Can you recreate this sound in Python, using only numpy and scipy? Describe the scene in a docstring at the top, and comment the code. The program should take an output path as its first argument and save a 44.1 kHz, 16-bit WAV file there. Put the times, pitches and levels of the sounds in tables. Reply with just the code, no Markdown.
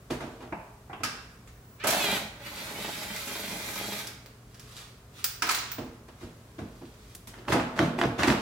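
"""In a reverberant garage, a cordless impact driver breaks a bolt loose in a car's wheel well and spins it out.
Socket and bolt click, the tool is laid down with a clatter, and a plastic splash panel is tugged free.
Motor, gears and the wobbling socket follow one speed; blows are short noise bursts that ring resonances.
Sleeves rustle as filtered noise over a low room hum, and moving echo paths place it all in the garage."""
import sys
import numpy as np
from scipy import signal
from scipy.fft import rfft, irfft, next_fast_len
from scipy.io import wavfile
from scipy.ndimage import map_coordinates

SR = 44100
rng = np.random.default_rng(int(sys.argv[2]) if len(sys.argv) > 2 else 0)


def wrap_up_sound(samples):
    """Save the sound to the file named by the first command line argument, as 16-bit audio."""
    columns = np.atleast_2d(samples).T
    # keep every value between -1 and 1, then stretch to whole-number steps
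    tamed = np.clip(columns, -1, 1)
    steps = np.round(tamed * 32767).astype(np.int16)
    wavfile.write(sys.argv[1], SR, steps)


N = 370874
T = np.arange(N) / SR  # time axis [s]

# Hammer blows on the anvil: (time [s], level [dB], thud [dB], hardness [dB per octave])
HAMMER_BLOWS = [(1.837, -33, 16, 1.5), (1.868, -30.5, 0, 6.5), (1.901, -33.5, -2, 5.5), (1.925, -36, 3, 1)]
# Resonances of the bodywork around the bolt: (frequency [Hz], width [Hz], level [dB])
BODYWORK_MODES = [(107, 15, -15), (178, 26, -6), (212, 19, 0.5), (245, 30, -5.5), (307, 70, -2),
                  (427, 28, -7), (580, 170, -6.5), (630, 50, -12.5), (830, 33, -4.5)]
# Resonances of the plastic panel's body: (frequency [Hz], width [Hz], level [dB])
PANEL_BODY_MODES = [(162, 16, 5), (234.5, 44, 7.5), (269, 16, 1), (319, 16, 1), (454, 35, 2)]
# Resonances of the panel's bending sheet: (frequency [Hz], width [Hz], level [dB])
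PANEL_SHEET_MODES = [(559, 40, 6.6), (844, 21, 1.8), (1080, 33, 1.2), (1290, 50, 3.4), (1680, 37, 3.4)]
# High ring of the small bolt: (frequency [Hz], width [Hz], level [dB])
BOLT_MODES = [(15120, 60, 0), (15260, 200, -5), (15550, 120, -12)]
# Colour of a plain dull knock: (frequency [Hz], level [dB])
DULL_COLOUR = [(50, 14.5), (130, 12.5), (230, 16), (850, 0.5), (3000, -14), (10000, -30.5), (16000, -40)]
# Colour of a plain blow on the panel: (frequency [Hz], level [dB])
PLASTIC_COLOUR = [(50, -9), (130, 1.5), (230, 1), (850, 0), (3000, -13.5), (10000, -27.5), (16000, -40)]
# Tugs that drag the panel along its edge: (time [s], hold [s], fall [s], level [dB])
PANEL_TUGS = [(7.361, 0.018, 0.035, -48.5), (7.487, 0.026, 0.017, -27.5), (7.542, 0.04, 0.033, -36.5),
              (7.765, 0.019, 0.02, -37), (7.79, 0.023, 0.035, -29.5), (7.986, 0.075, 0.031, -36.5),
              (8.188, 0.14, 0.047, -28)]
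TUG_RISE_S = 0.0096
# a blow's thud lifts the bass below THUD_HZ; its hardness tilts the treble above BODY_HZ
THUD_HZ, BODY_HZ = 232, 820


def undb(db):
    """Decibels to gain."""
    return 10 ** (np.asarray(db) / 20)


def unit(x):
    """Scale to rms 1."""
    return x / np.sqrt(np.mean(x ** 2))


def along(points, hz):
    """Read (Hz, value) points on a log-frequency axis."""
    f, value = np.transpose(points)
    return np.interp(np.log(np.maximum(hz, 1)), np.log(f), value)


def colour(x, points):
    """Filter to a (Hz, dB) response, with the filter's energy as early as it can be."""
    size = 2048
    cepstrum = irfft(np.log(undb(along(points, np.fft.rfftfreq(size, 1 / SR)))))
    # folding the cepstrum onto its first half keeps the filter from sounding before its input
    cepstrum[1:size // 2] *= 2
    cepstrum[size // 2 + 1:] = 0
    response = irfft(np.exp(rfft(cepstrum)))
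    return signal.oaconvolve(x, response)[:len(x)]


def ring(x, modes):
    """Resonances (Hz, width Hz, dB) side by side, all driven by x."""
    return sum(undb(db) * signal.lfilter(*signal.iirpeak(hz, hz / width, SR), x) for hz, width, db in modes)


def pitched(modes, ratio):
    """The same resonances, higher or lower by a ratio."""
    return [(hz * ratio, width, db) for hz, width, db in modes]


def walk(rate):
    """Random wander with a spread near 1 that heads for a new value `rate` times a second."""
    return np.interp(T * rate, np.arange(4096), rng.standard_normal(4096))


def grit(spread_db):
    """A dense stream of tiny contacts of very unequal size, as noise whose level jumps every 16 samples."""
    jumps = np.repeat(rng.exponential(size=N // 16 + 1), 16)[:N]
    return unit(rng.standard_normal(N) * undb(spread_db * np.minimum(jumps, 6)))


def glide(x, rate):
    """Play a sound at a changing rate, so that all its resonances slide together."""
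    return map_coordinates(x, [np.cumsum(rate) - rate[0]], order=3)


def swell(s, hold_s, rise_s, fall_s):
    """Envelope that rises to 1 at time s, holds, and dies away."""
    before = np.maximum(s - T, 0) / rise_s
    after = np.maximum(T - s - hold_s, 0) / fall_s
    return np.exp(-np.minimum(before + after, 20))


def add(track, s, sound):
    """Mix a sound in at time s."""
    start = max(int(s * SR), 0)
    track[start:start + len(sound)] += sound[:N - start]


def contact(chatter_s, snap, rough_db=5.5, rise_s=.0015):
    """One hard contact in a burst of uneven small ones, pushing all frequencies evenly."""
    size = 8192
    t = T[:size]
    sizes = undb(rough_db * np.repeat(rng.standard_normal(size // 32), 32))
    envelope = np.exp(-t / chatter_s) * (1 - np.exp(-(t / rise_s) ** 2))
    force = sizes * rng.standard_normal(size) * envelope
    force[int(rise_s * SR)] += snap * np.linalg.norm(force)
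    # keep only the phases, so that every frequency is equally strong
    return irfft(np.exp(1j * np.angle(rfft(force, 2 * size))))[:size]


def struck(force, modes, plain, thud_db, hardness_db):
    """A contact rings the struck thing: heavier blows add bass, harder ones treble."""
    shape = []
    for hz, db in plain:
        bass_db = along([(THUD_HZ, thud_db), (BODY_HZ, 0)], hz)
        treble_db = hardness_db * max(np.log2(hz / BODY_HZ), 0)
        shape.append((hz, db + bass_db + treble_db))
    return unit(colour(force + ring(force, modes), shape))


def bouncing(blow, modes, plain, snap, rise_share, gap_s, flap_s, heavier_db, softer_db, loss_db, count):
    """A blow on something springy, then rebounds that change level, bass and hardness step by step."""
    db, thud_db, hardness_db, chatter_s, rebound_db = blow
    out = np.zeros(SR // 2)
    force = contact(chatter_s, snap, rise_s=rise_share * chatter_s)
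    add(out, 0, undb(db) * struck(force, modes, plain, thud_db, hardness_db))
    for k in range(1, count + 1):
        force = contact(flap_s, snap, rise_s=rise_share * flap_s)
        flap = struck(force, modes, plain, thud_db + k * heavier_db, hardness_db - k * softer_db)
        add(out, k * gap_s, undb(db + rebound_db - k * loss_db) * flap)
    return out


def diffuse(size):
    """Two channels of noise from all sides: alike in the bass, nearly unrelated in the treble."""
    # Left-right likeness of sound from all sides: (frequency [Hz], correlation [-1 to 1])
    likeness_points = [(60, 1), (130, 1), (250, 0.99), (500, 0.85), (1000, 0.48), (2000, 0), (12000, 0.14)]
    mid, side = rfft(rng.standard_normal((2, size)))
    likeness = np.clip(along(likeness_points, np.fft.rfftfreq(size, 1 / SR)), -1, 1)
    mid, side = mid * np.sqrt(1 + likeness), side * np.sqrt(1 - likeness)
    return irfft([mid + side, mid - side], size) / np.sqrt(2)


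def garage(x, near_db, far_db, pan_db, near_s=0.014, move_hz=7., count=3):
    """Direct sound, quick echoes between the car's panels, then the long tail of the garage."""
    # How long the tail takes to die away by 60 dB: (frequency [Hz], time [s])
    decay_times = [(250, 0.64), (1000, 0.75), (4000, 0.62), (16000, 0.33)]
    size = 32768
    t, hz = T[:size], np.fft.rfftfreq(size, 1 / SR)
    spectrum = rfft(np.array([diffuse(size) for _ in range(count)])).astype(np.complex64)
    # tail: four overlapping bands two octaves apart, each with its own decay
    far, steps = 0, np.log2(np.clip(hz, 250, 16000) / 250) / 2
    for k in range(4):
        band = irfft(spectrum * np.maximum(1 - abs(steps - k), 0).astype(np.float32))
        far = far + band * np.exp(-np.log(1000) * t / along(decay_times, 250 * 4 ** k))
    far = far * (1 - np.exp(-t / 0.0063))
    # quick echoes: the same noise, shifted by half its length, with a fast decay
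    near = np.roll(irfft(spectrum), size // 2, axis=-1)
    near = near * np.exp(-t / near_s) * (1 - np.exp(-t / 0.00024))
    response = (undb(near_db) * unit(near) + undb(far_db) * unit(far)) / np.sqrt(size)
    response[:, 0, 1] += 1  # direct sound: the left ear is a sample further away
    response[:, 1, 0] += 1
    balance = undb(np.array([[pan_db], [-pan_db]]) / 2)
    response = unit(response) / np.sqrt(size) * balance
    # arms and tool keep moving, so the sound drifts between several sets of echo paths
    share = np.array([walk(move_hz) for _ in range(count)])
    share = share / np.sqrt(np.sum(share ** 2, axis=0))
    length = next_fast_len(N + size, True)
    sources = rfft((x * share).astype(np.float32), length)[:, None]
    paths = sources * rfft(response.astype(np.float32), length)
    return irfft(paths.sum(axis=0), length)[:, :N]


def room_noise(air_db=-52):
    """Steady ventilation rumble as coloured noise, with a hum that wavers in level and pitch."""
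    # Colour of the rumble: (frequency [Hz], level [dB])
    air_colour = [(26, -10), (45, 1.5), (136, -4), (260, -9), (338, -14.5), (420, -8.5), (485, -15),
                  (679, -16), (863, -21.5), (1070, -17), (1210, -19.5), (3390, -29.5), (7680, -30.5),
                  (14000, -35)]
    # Hum tones: (frequency [Hz], level [dB])
    hum_tones = [(118.4, -55)]
    air = unit(np.array([colour(channel, air_colour) for channel in diffuse(N)]))
    air = air * undb(air_db + 0.29 * walk(5.9))
    hum = 0
    for hz, db in hum_tones:
        level = undb(db + 1.6 * walk(1.76))
        hum = hum + level * np.sin(2 * np.pi * hz * T + 0.11 * walk(5.3))
    return air + hum


def sleeves():
    """Work clothes brush the car in a fine, uneven hiss."""
    # Brushes of a sleeve: (time of the peak [s], level [dB], rise [s], fall [s])
    brushes = [(0.27, -56, 0.0052, 0.074), (4.788, -45, 0.11, 0.062), (5.18, -45, 0.03, 0.057),
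               (6.216, -55, 0.047, 0.057), (7.12, -56.5, 0.48, 0.035)]
    # Colour of rubbing cloth: (frequency [Hz], level [dB])
    cloth_colour = [(290, -51), (500, -13), (585, -9), (1080, -5), (1170, 0), (1650, -3.5), (3770, -1),
                    (15000, -14.5)]
    level = sum(undb(db) * swell(s, 0, rise_s, fall_s) for s, db, rise_s, fall_s in brushes)
    return unit(colour(grit(3.5), cloth_colour)) * level * undb(0.8 * walk(35))


def ticks():
    """The stiff plastic panel ticks drily as a glove takes hold of it."""
    # Ticks under the glove: (time [s], level [dB], hardness [dB per octave])
    glove_ticks = [(7.149, -54.5, 11.5), (7.271, -48.5, 7)]
    out = np.zeros(N)
    for s, db, hardness_db in glove_ticks:
        force = contact(chatter_s=0.0028, snap=0.33)
        add(out, s, undb(db) * struck(force, PANEL_BODY_MODES, PLASTIC_COLOUR, 0, hardness_db))
    return out


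def drag(flex=0.06, sheet_db=7):
    """The panel's edge sticks and slips, ringing the sheet, whose pitch wanders as it flexes."""
    # Colour of the scraping edge: (frequency [Hz], level [dB])
    scrape_colour = [(41, -39), (70, -1), (189, -10.5), (260, -0.5), (408, -4), (560, -12), (751, -9),
                     (1290, -15), (2270, -17.5), (2910, -17.5), (15500, -39.5)]
    slips = grit(3.4) * undb(3.8 * walk(110))
    flexing = 1 + flex * np.sin(2 * np.pi * 5.1 * T)
    rings = glide(undb(sheet_db) * ring(slips, PANEL_SHEET_MODES), flexing)
    sheet = unit(colour(slips + 0.35 * rings, scrape_colour))
    return sheet * sum(undb(db) * swell(s, hold_s, TUG_RISE_S, fall_s) for s, hold_s, fall_s, db in PANEL_TUGS)


def crackle(cracks_per_s=130, crackle_db=-9.5):
    """Sharp cracks at random moments of the stiff plastic while it is being pulled."""
    sizes = undb(4.5 * np.clip(rng.standard_normal(N), -2, 2))
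    spikes = (rng.random(N) < cracks_per_s / SR) * sizes
    sheet = unit(colour(spikes + ring(spikes, PANEL_SHEET_MODES), PLASTIC_COLOUR))
    level = sum(undb(db + crackle_db) * swell(s, hold_s, TUG_RISE_S, fall_s)
                for s, hold_s, fall_s, db in PANEL_TUGS)
    return sheet * level


def cracks():
    """The panel's stiff edge clicks sharply each time it slips past the bodywork."""
    # Clicks of the edge: (time [s], level [dB], pitch [ratio])
    edge_clicks = [(7.336, -56, 1.1), (7.451, -66, 1.1), (7.483, -44, 0.92), (7.521, -40, 1.2),
                   (7.598, -39.5, 0.9), (7.791, -35.5, 1.1), (7.988, -44, 0.71), (8.014, -38, 1.06),
                   (8.036, -44.5, 1.23), (8.192, -39, 0.93), (8.222, -40, 0.97), (8.233, -35.5, 1.43),
                   (8.281, -41, 1.57), (8.301, -38, 1.3), (8.323, -46, 1.1)]
    # Resonances of the edge: (frequency [Hz], width [Hz], level [dB])
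    edge_modes = [(1357, 170, 4), (1800, 820, 4.5), (2850, 370, 7.5), (3720, 450, -9)]
    # Colour of the clicks: (frequency [Hz], level [dB])
    edge_colour = [(200, 7), (1000, 7.5), (3500, -8.5), (7000, -12), (16000, -19)]
    out = np.zeros(N)
    for s, db, pitch in edge_clicks:
        force = contact(chatter_s=0.002, snap=0.6, rise_s=0.0008)
        add(out, s, undb(db) * unit(colour(ring(force, pitched(edge_modes, pitch)), edge_colour)))
    return out


def thumps():
    """The whole panel swings and bumps the car with a short, deep boom from wide low resonances."""
    # Booms of the swinging panel: (time [s], level [dB], pitch [Hz])
    booms = [(7.525, -39, 100), (7.825, -39.5, 139), (8.051, -35.5, 135), (8.191, -41, 89),
             (8.279, -36, 129)]
    out = np.zeros(N)
    for s, db, hz in booms:
        force = contact(chatter_s=0.0045, snap=0.83)
        boom = ring(force, [(hz, 70, 0), (2 * hz, 90, -3)])
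        add(out, s, undb(db) * unit(ring(boom, [(0.91 * hz, 200, 0)])))
    return out


def panel(bend=0.117, relax_s=0.0407):
    """The freed sheet flaps twice after every snap, and its pitch sinks as the bend lets go."""
    # Snaps as the panel catches and comes free: (time [s], level [dB], thud [dB],
    # hardness [dB per octave], chatter [s], rebound [dB], pitch of the sheet [ratio])
    snaps = [(7.522, -30, -6.5, 1.5, 0.005, -2.5, 1.1), (7.599, -46, 6, 2, 0.0031, -31, 1.6),
             (7.791, -29.5, 3.5, -3, 0.0038, -2.5, 1.0), (7.988, -42.5, 3, 1.5, 0.005, -26, 1.03),
             (8.012, -40, -9.5, -2, 0.0033, 2, 1.14), (8.192, -41, -17, 0.5, 0.016, -14, 1.0),
             (8.226, -34.5, -10, 1.5, 0.02, -20, 0.97), (8.274, -29, 5, 1.5, 0.0047, -5.5, 1)]
    out = np.zeros(N)
    for s, *blow, pitch in snaps:
        modes = PANEL_BODY_MODES + pitched(PANEL_SHEET_MODES, pitch)
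        snap = bouncing(blow, modes, PLASTIC_COLOUR, snap=0.48, rise_share=0.22, gap_s=0.014, flap_s=0.017,
                        heavier_db=6.5, softer_db=2.0, loss_db=-0.5, count=2)
        # each snap starts sharp by the share `bend`, then relaxes
        add(out, s, glide(snap, 1 + bend * np.exp(-T[:len(snap)] / relax_s)))
    return out


def knocks():
    """Tool, hands and feet knock dully, and each knock settles with one low thud."""
    # Dull knocks: (time [s], level [dB], thud [dB], hardness [dB per octave], chatter [s], rebound [dB])
    dull_knocks = [(0.1, -36.5, -6.5, 3, 0.027, -11.5), (0.2, -43, -16.5, 0.4, 0.023, -1),
                   (0.398, -49, -15, 0, 0.044, -16), (1.002, -49.5, -10, -2, 0.005, 2.5),
                   (5.782, -40.5, -7.5, 0.5, 0.0036, -2.5), (6.08, -58, -18, 2, 0.0084, -6),
                   (6.2, -50.5, -6.5, 2.5, 0.04, 4), (6.581, -43, -6, 0.5, 0.01, 2),
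                   (6.811, -52.5, -6, -2, 0.022, -1)]
    # Resonances of the knocked things: (frequency [Hz], width [Hz], level [dB])
    knock_modes = [(159.3, 6.4, 3), (250, 32, 1), (331.5, 13, 2), (456, 15, 0), (630, 22, -2.5),
                   (856, 12, -16)]
    out = np.zeros(N)
    for s, *blow in dull_knocks:
        knock = bouncing(blow, knock_modes, DULL_COLOUR, snap=0.34, rise_share=0.22, gap_s=0.029, flap_s=0.011,
                         heavier_db=11.5, softer_db=-1, loss_db=1.5, count=1)
        add(out, s, knock)
    return out


def taps():
    """The socket feels for the bolt and taps the hollow liner, at a pitch set by where it lands."""
    # Taps on the liner: (time [s], level [dB], pitch [ratio], chatter [s], hardness [dB per octave])
    liner_taps = [(0.521, -40, 0.994, 0.0048, -2.5), (0.893, -49, 0.85, 0.018, -1),
                  (0.93, -46.5, 1.205, 0.0011, 3)]
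    # Resonances of the hollow liner: (frequency [Hz], width [Hz], level [dB])
    liner_modes = [(190, 49, -2), (330, 60, 0), (650, 150, 0), (880, 120, 3), (1250, 90, -14),
                   (1600, 350, -12), (2200, 300, -13)]
    # Colour of a plain tap: (frequency [Hz], level [dB])
    liner_colour = [(100, 6), (1000, 2), (2700, 1), (3300, -15), (5500, -14), (16000, -32)]
    out = np.zeros(N)
    for s, db, pitch, chatter_s, hardness_db in liner_taps:
        force = contact(chatter_s, snap=0.3, rise_s=0.25 * chatter_s)
        # hardness tilts the colour within an octave either side of BODY_HZ
        shape = [(hz * pitch, plain_db + hardness_db * np.clip(np.log2(hz / BODY_HZ), -1, 1))
                 for hz, plain_db in liner_colour]
        add(out, s, undb(db) * unit(colour(ring(force, pitched(liner_modes, pitch)), shape)))
    return out


def skid(start_s=5.503, hold_s=0.1, db=-38, bolt_db=-14):
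    """The steel tool skids for a moment after it lands, in a dense run of small contacts."""
    # Colour of skidding steel: (frequency [Hz], level [dB])
    skid_colour = [(200, -24), (600, -17), (1150, 2), (2500, 10), (7000, 7), (10000, -17), (16000, -12)]
    slips = grit(6.5)
    sound = unit(colour(slips, skid_colour)) + undb(bolt_db) * unit(ring(slips, BOLT_MODES))
    return undb(db) * sound * swell(start_s, hold_s, rise_s=0.006, fall_s=0.046)


def steel():
    """Socket and tool clack, the socket's shank rings on, and the small bolt rings high above them."""
    # Steel on steel and concrete: (time [s], level [dB], thud [dB], hardness [dB per octave],
    # bolt ring [dB], socket ring [dB], pitch of the clack [ratio])
    clacks = [(1.033, -35.5, -3, 1.5, -30, -11, 0.91), (1.473, -61, 15, 1.5, -25, -22, 1.3),
              (4.07, -48.5, 1, 6, -22, -30, 0.94), (4.259, -60, 9, 1.5, -7, -25, 0.8),
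              (4.543, -63, 4, 2.5, -13, -24, 1), (4.595, -58, -2, 5, -13, -20, 0.97),
              (5.241, -37, -13, 6.5, 0.5, -29, 0.94), (5.249, -52, -2, 6, 0, -25, 0.89),
              (5.42, -32.5, 1, 0.4, -19, -31, 0.97), (5.466, -41, 2, 0, -11, -28, 0.7),
              (5.489, -31.5, -8, 1, -20, -27, 0.82), (5.508, -38.5, -8, 7, -20, -30, 1.3),
              (5.545, -38, -17, 4, -9, -28, 0.76), (5.715, -48.5, -8, 3, 3, -25, 1)]
    # Resonances of the clack: (frequency [Hz], width [Hz], level [dB])
    clack_modes = [(1420, 170, 1), (1620, 170, -1), (2750, 300, -8), (5250, 350, 0), (5850, 350, -2)]
    # Long ring of the socket's shank: (frequency [Hz], width [Hz], level [dB])
    socket_modes = [(1440, 5, 6), (1530, 7.1, 8), (1617, 8, 5), (2700, 16, 3), (4980, 16, -3),
                    (5140, 7.5, 4), (5250, 11, -4), (5500, 12, 0), (5920, 7, -17)]
    # Colour of a plain clack: (frequency [Hz], level [dB])
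    clack_colour = [(50, -42), (230, -2.5), (850, -0.5), (1400, 1.5), (2200, 0.5), (3000, -2), (6000, -6.5),
                    (10000, -12.5), (16000, -23.5)]
    out = np.zeros(N)
    for s, db, thud_db, hardness_db, bolt_db, socket_db, pitch in clacks:
        force = contact(chatter_s=0.004, snap=0.78, rough_db=4.0)
        clack = struck(force, pitched(clack_modes, pitch), clack_colour, thud_db, hardness_db)
        bolt = undb(bolt_db) * unit(ring(force, BOLT_MODES))
        socket = undb(socket_db) * unit(ring(force, socket_modes))
        add(out, s, undb(db) * (clack + bolt + socket))
    return out


def catches():
    """The loose bolt snags in its thread and knocks the bodywork."""
    # Snags of the bolt: (time [s], level [dB])
    snags = [(2.408, -62), (2.508, -58), (2.604, -48), (2.702, -46), (2.784, -49.5), (2.878, -49),
             (3.049, -50), (3.502, -45), (3.522, -49), (3.667, -46.5), (3.695, -54), (3.811, -49),
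             (3.98, -64)]
    out = np.zeros(N)
    for s, db in snags:
        force = contact(chatter_s=0.0079, snap=0.18)
        add(out, s, undb(db) * struck(force, BODYWORK_MODES, DULL_COLOUR, thud_db=-15.0, hardness_db=-9.0))
    return out


def squeal(db=-33.5, overtone_db=-13):
    """The tight thread growls as it lets go, rising in pitch as the bolt gathers speed."""
    start_s, hold_s, start_hz, rise_hz_per_s = 1.868, 0.135, 625, 1000
    hz = start_hz + rise_hz_per_s * np.clip(T - start_s, 0, 2 * hold_s)
    hz = hz * (1 + 0.025 * walk(200))  # the pitch is rough
    phase = 2 * np.pi * np.cumsum(hz) / SR
    growl = (np.sin(phase) + undb(overtone_db) * np.sin(2 * phase)) * undb(3.5 * walk(160))
    return undb(db) * growl * swell(start_s, hold_s, rise_s=0.0041, fall_s=0.014)


def hammer():
    """A few quick blows on the anvil break the bolt loose."""
    # Resonances of the anvil: (frequency [Hz], width [Hz], level [dB])
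    anvil_modes = [(660, 110, 5), (1540, 280, 1), (3270, 110, -2)]
    # Colour of a plain blow on the anvil: (frequency [Hz], level [dB])
    anvil_colour = [(50, -38), (130, -3), (230, 3.5), (850, 13), (3000, 3), (10000, -9.5), (16000, -17)]
    out = np.zeros(N)
    for s, db, thud_db, hardness_db in HAMMER_BLOWS:
        force = contact(chatter_s=0.01, snap=0.38)
        add(out, s, undb(db) * struck(force, anvil_modes, anvil_colour, thud_db, hardness_db))
    return out


def trigger(pwm_hz=15571, db=-61, press_s=1.52, hold_s=2.58):
    """The speed control sings thinly for as long as the trigger is held."""
    return undb(db) * np.sin(2 * np.pi * pwm_hz * T) * swell(press_s, hold_s, rise_s=0.0057, fall_s=.005)


def driver(wobble_turn=0.58, rub_turn=0.37, jolt_turn=0.3):
    """Gear teeth rattle, the turning socket rubs and jolts the bolt, and the motor whines at its speed."""
    # Motor speed, a burst against the tight bolt, a sag, then the long run: (time [s], turns per second [Hz])
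    motor_speed = [(1.78, 257), (1.92, 429), (1.965, 454), (2.0, 437), (2.03, 425), (2.07, 402), (2.1, 389),
                   (2.125, 413.6), (2.17, 372.3), (2.33, 225), (2.45, 291), (2.6, 338), (2.8, 378.6),
                   (3.3, 401), (3.66, 412.6), (3.85, 409), (4.0, 420), (4.2, 260.3)]
    # Colour of the gears: (frequency [Hz], level [dB])
    gear_colour = [(590, -33.5), (1000, -10), (1530, -1), (1790, -6.5), (1970, 0), (2360, -1.5),
                   (2940, -6.5), (3740, -2.5), (4870, -8), (9470, -15), (12600, -13.5), (15500, -18.5)]
    # Tones of the motor whine: (multiple of the speed [ratio], level [dB])
    whine_tones = [(1, -8), (2, -6), (3, -9), (4, -3), (5, -2), (6, 3), (7, -3), (8, 3), (9, -4), (10, 1.5),
                   (12, -8)]
    # Pulls of the trigger: (time [s], hold [s], rise [s], fall [s], level at full speed [dB],
    # rumble of the bolt in its thread relative to that level [dB])
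    trigger_pulls = [(1.806, 0.36, 0.0082, 0.041, -37, 2.5), (2.44, 1.541, 0.043, 0.074, -41.5, -1.5)]
    # gears grow louder with speed, their hiss much more so
    full_speed_hz, gear_db_per_octave, hiss_db, hiss_db_per_octave = 418, 4.5, 1.5, 13
    hz = np.interp(T, *np.transpose(motor_speed))
    octaves = np.log2(hz / full_speed_hz)
    loose = T > 2.4

    # geared down 66.4 to 1, the socket wobbles once a turn when the bolt runs loose, and rubs twice a turn
    socket = np.cumsum(hz) / SR / 66.4
    socket = socket - np.interp(2.5, T, socket)
    wobble = loose * np.cos(2 * np.pi * (socket - wobble_turn))
    rubbing = loose * np.cos(4 * np.pi * (socket - rub_turn))
    rub = undb(1.5 * wobble + 1.4 * rubbing)

    # under strain the motor holds a clean note; running loose it stumbles, and the rubs break up its whine
    stumble = (.002 + .012 * loose) * walk(130)
    turns = np.cumsum(hz * (1 - .015 * rubbing + stumble)) / SR
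    waver_db = 2 + 3 * loose
    whine = 0
    for k, tone_db in whine_tones:
        level = undb(tone_db + waver_db * walk(45))
        whine = whine + level * np.sin(2 * np.pi * (k * turns + rng.random()))
    # the whine stands out while the motor strains against the tight bolt
    strain = swell(2.03, 0.135, rise_s=0.1, fall_s=0.025)
    whine = unit(whine) * rub ** 3 * undb(-7 + 14 * strain)

    # the teeth meet harder once in every turn of the motor
    teeth = colour(grit(3.2) * (1 + 0.6 * np.cos(2 * np.pi * turns)), gear_colour)
    low, high = (np.tile(signal.butter(2, 5500, kind, fs=SR, output="sos"), (2, 1)) for kind in ("low", "high"))
    rattle, hiss = unit(signal.sosfilt(low, teeth)), unit(signal.sosfilt(high, teeth))
    # the thread rumbles from the first hammer blow on; the hiss joins when the second frees the bolt
    hiss = hiss * (T > HAMMER_BLOWS[1][0])
    hiss = hiss * undb(hiss_db + hiss_db_per_octave * octaves + 0.3 * walk(30.5))

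    # each quarter turn of the socket jolts the bolt and shakes the gears
    jolts_per_turn, jolt_share, jolt_floor = 4, 0.16, 0.13
    jolt = jolt_floor + np.exp(-((jolts_per_turn * socket - jolt_turn) % 1) / jolt_share)
    chatter = unit((1 + jolt) * undb(1.5 * walk(90)))
    running = rub * chatter * rattle + hiss
    thread = unit(ring(grit(1.5) * jolt, BODYWORK_MODES)) * (T > HAMMER_BLOWS[0][0])

    gears, jolts, motor = 0, 0, 0
    for s, hold_s, rise_s, fall_s, db, rumble_db in trigger_pulls:
        level = undb(db + gear_db_per_octave * octaves) * swell(s, hold_s, rise_s, fall_s)
        gears = gears + level * running
        jolts = jolts + level * undb(rumble_db) * thread
        motor = motor + level * whine
    return gears, jolts, motor


def scene():
    """Steel rings out into the garage, dull sounds have the strongest quick echoes, close ones the least."""
    gears, jolts, whine = driver()
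    bright = gears + hammer() + steel() + skid() + sleeves()
    dull = knocks() + taps() + panel() + drag()
    close = ticks() + thumps() + cracks() + crackle() + jolts + catches() + whine + squeal() + trigger()
    return (garage(bright, near_db=5.5, far_db=4.0, pan_db=-1.5)
            + garage(dull, near_db=7.5, far_db=4.0, pan_db=-1.0)
            + garage(close, near_db=-2.5, far_db=-4.5, pan_db=-1.0, count=2)
            + room_noise())


def record(dry, top_hz=15800):
    """Cut the deepest bass gently and everything above the top steeply."""
    dry = signal.sosfilt(signal.butter(4, 40, "high", fs=SR, output="sos"), dry)
    return signal.sosfilt(signal.ellip(10, .2, 80, top_hz, fs=SR, output="sos"), dry)


dry = scene()
out = record(dry)
wrap_up_sound(out)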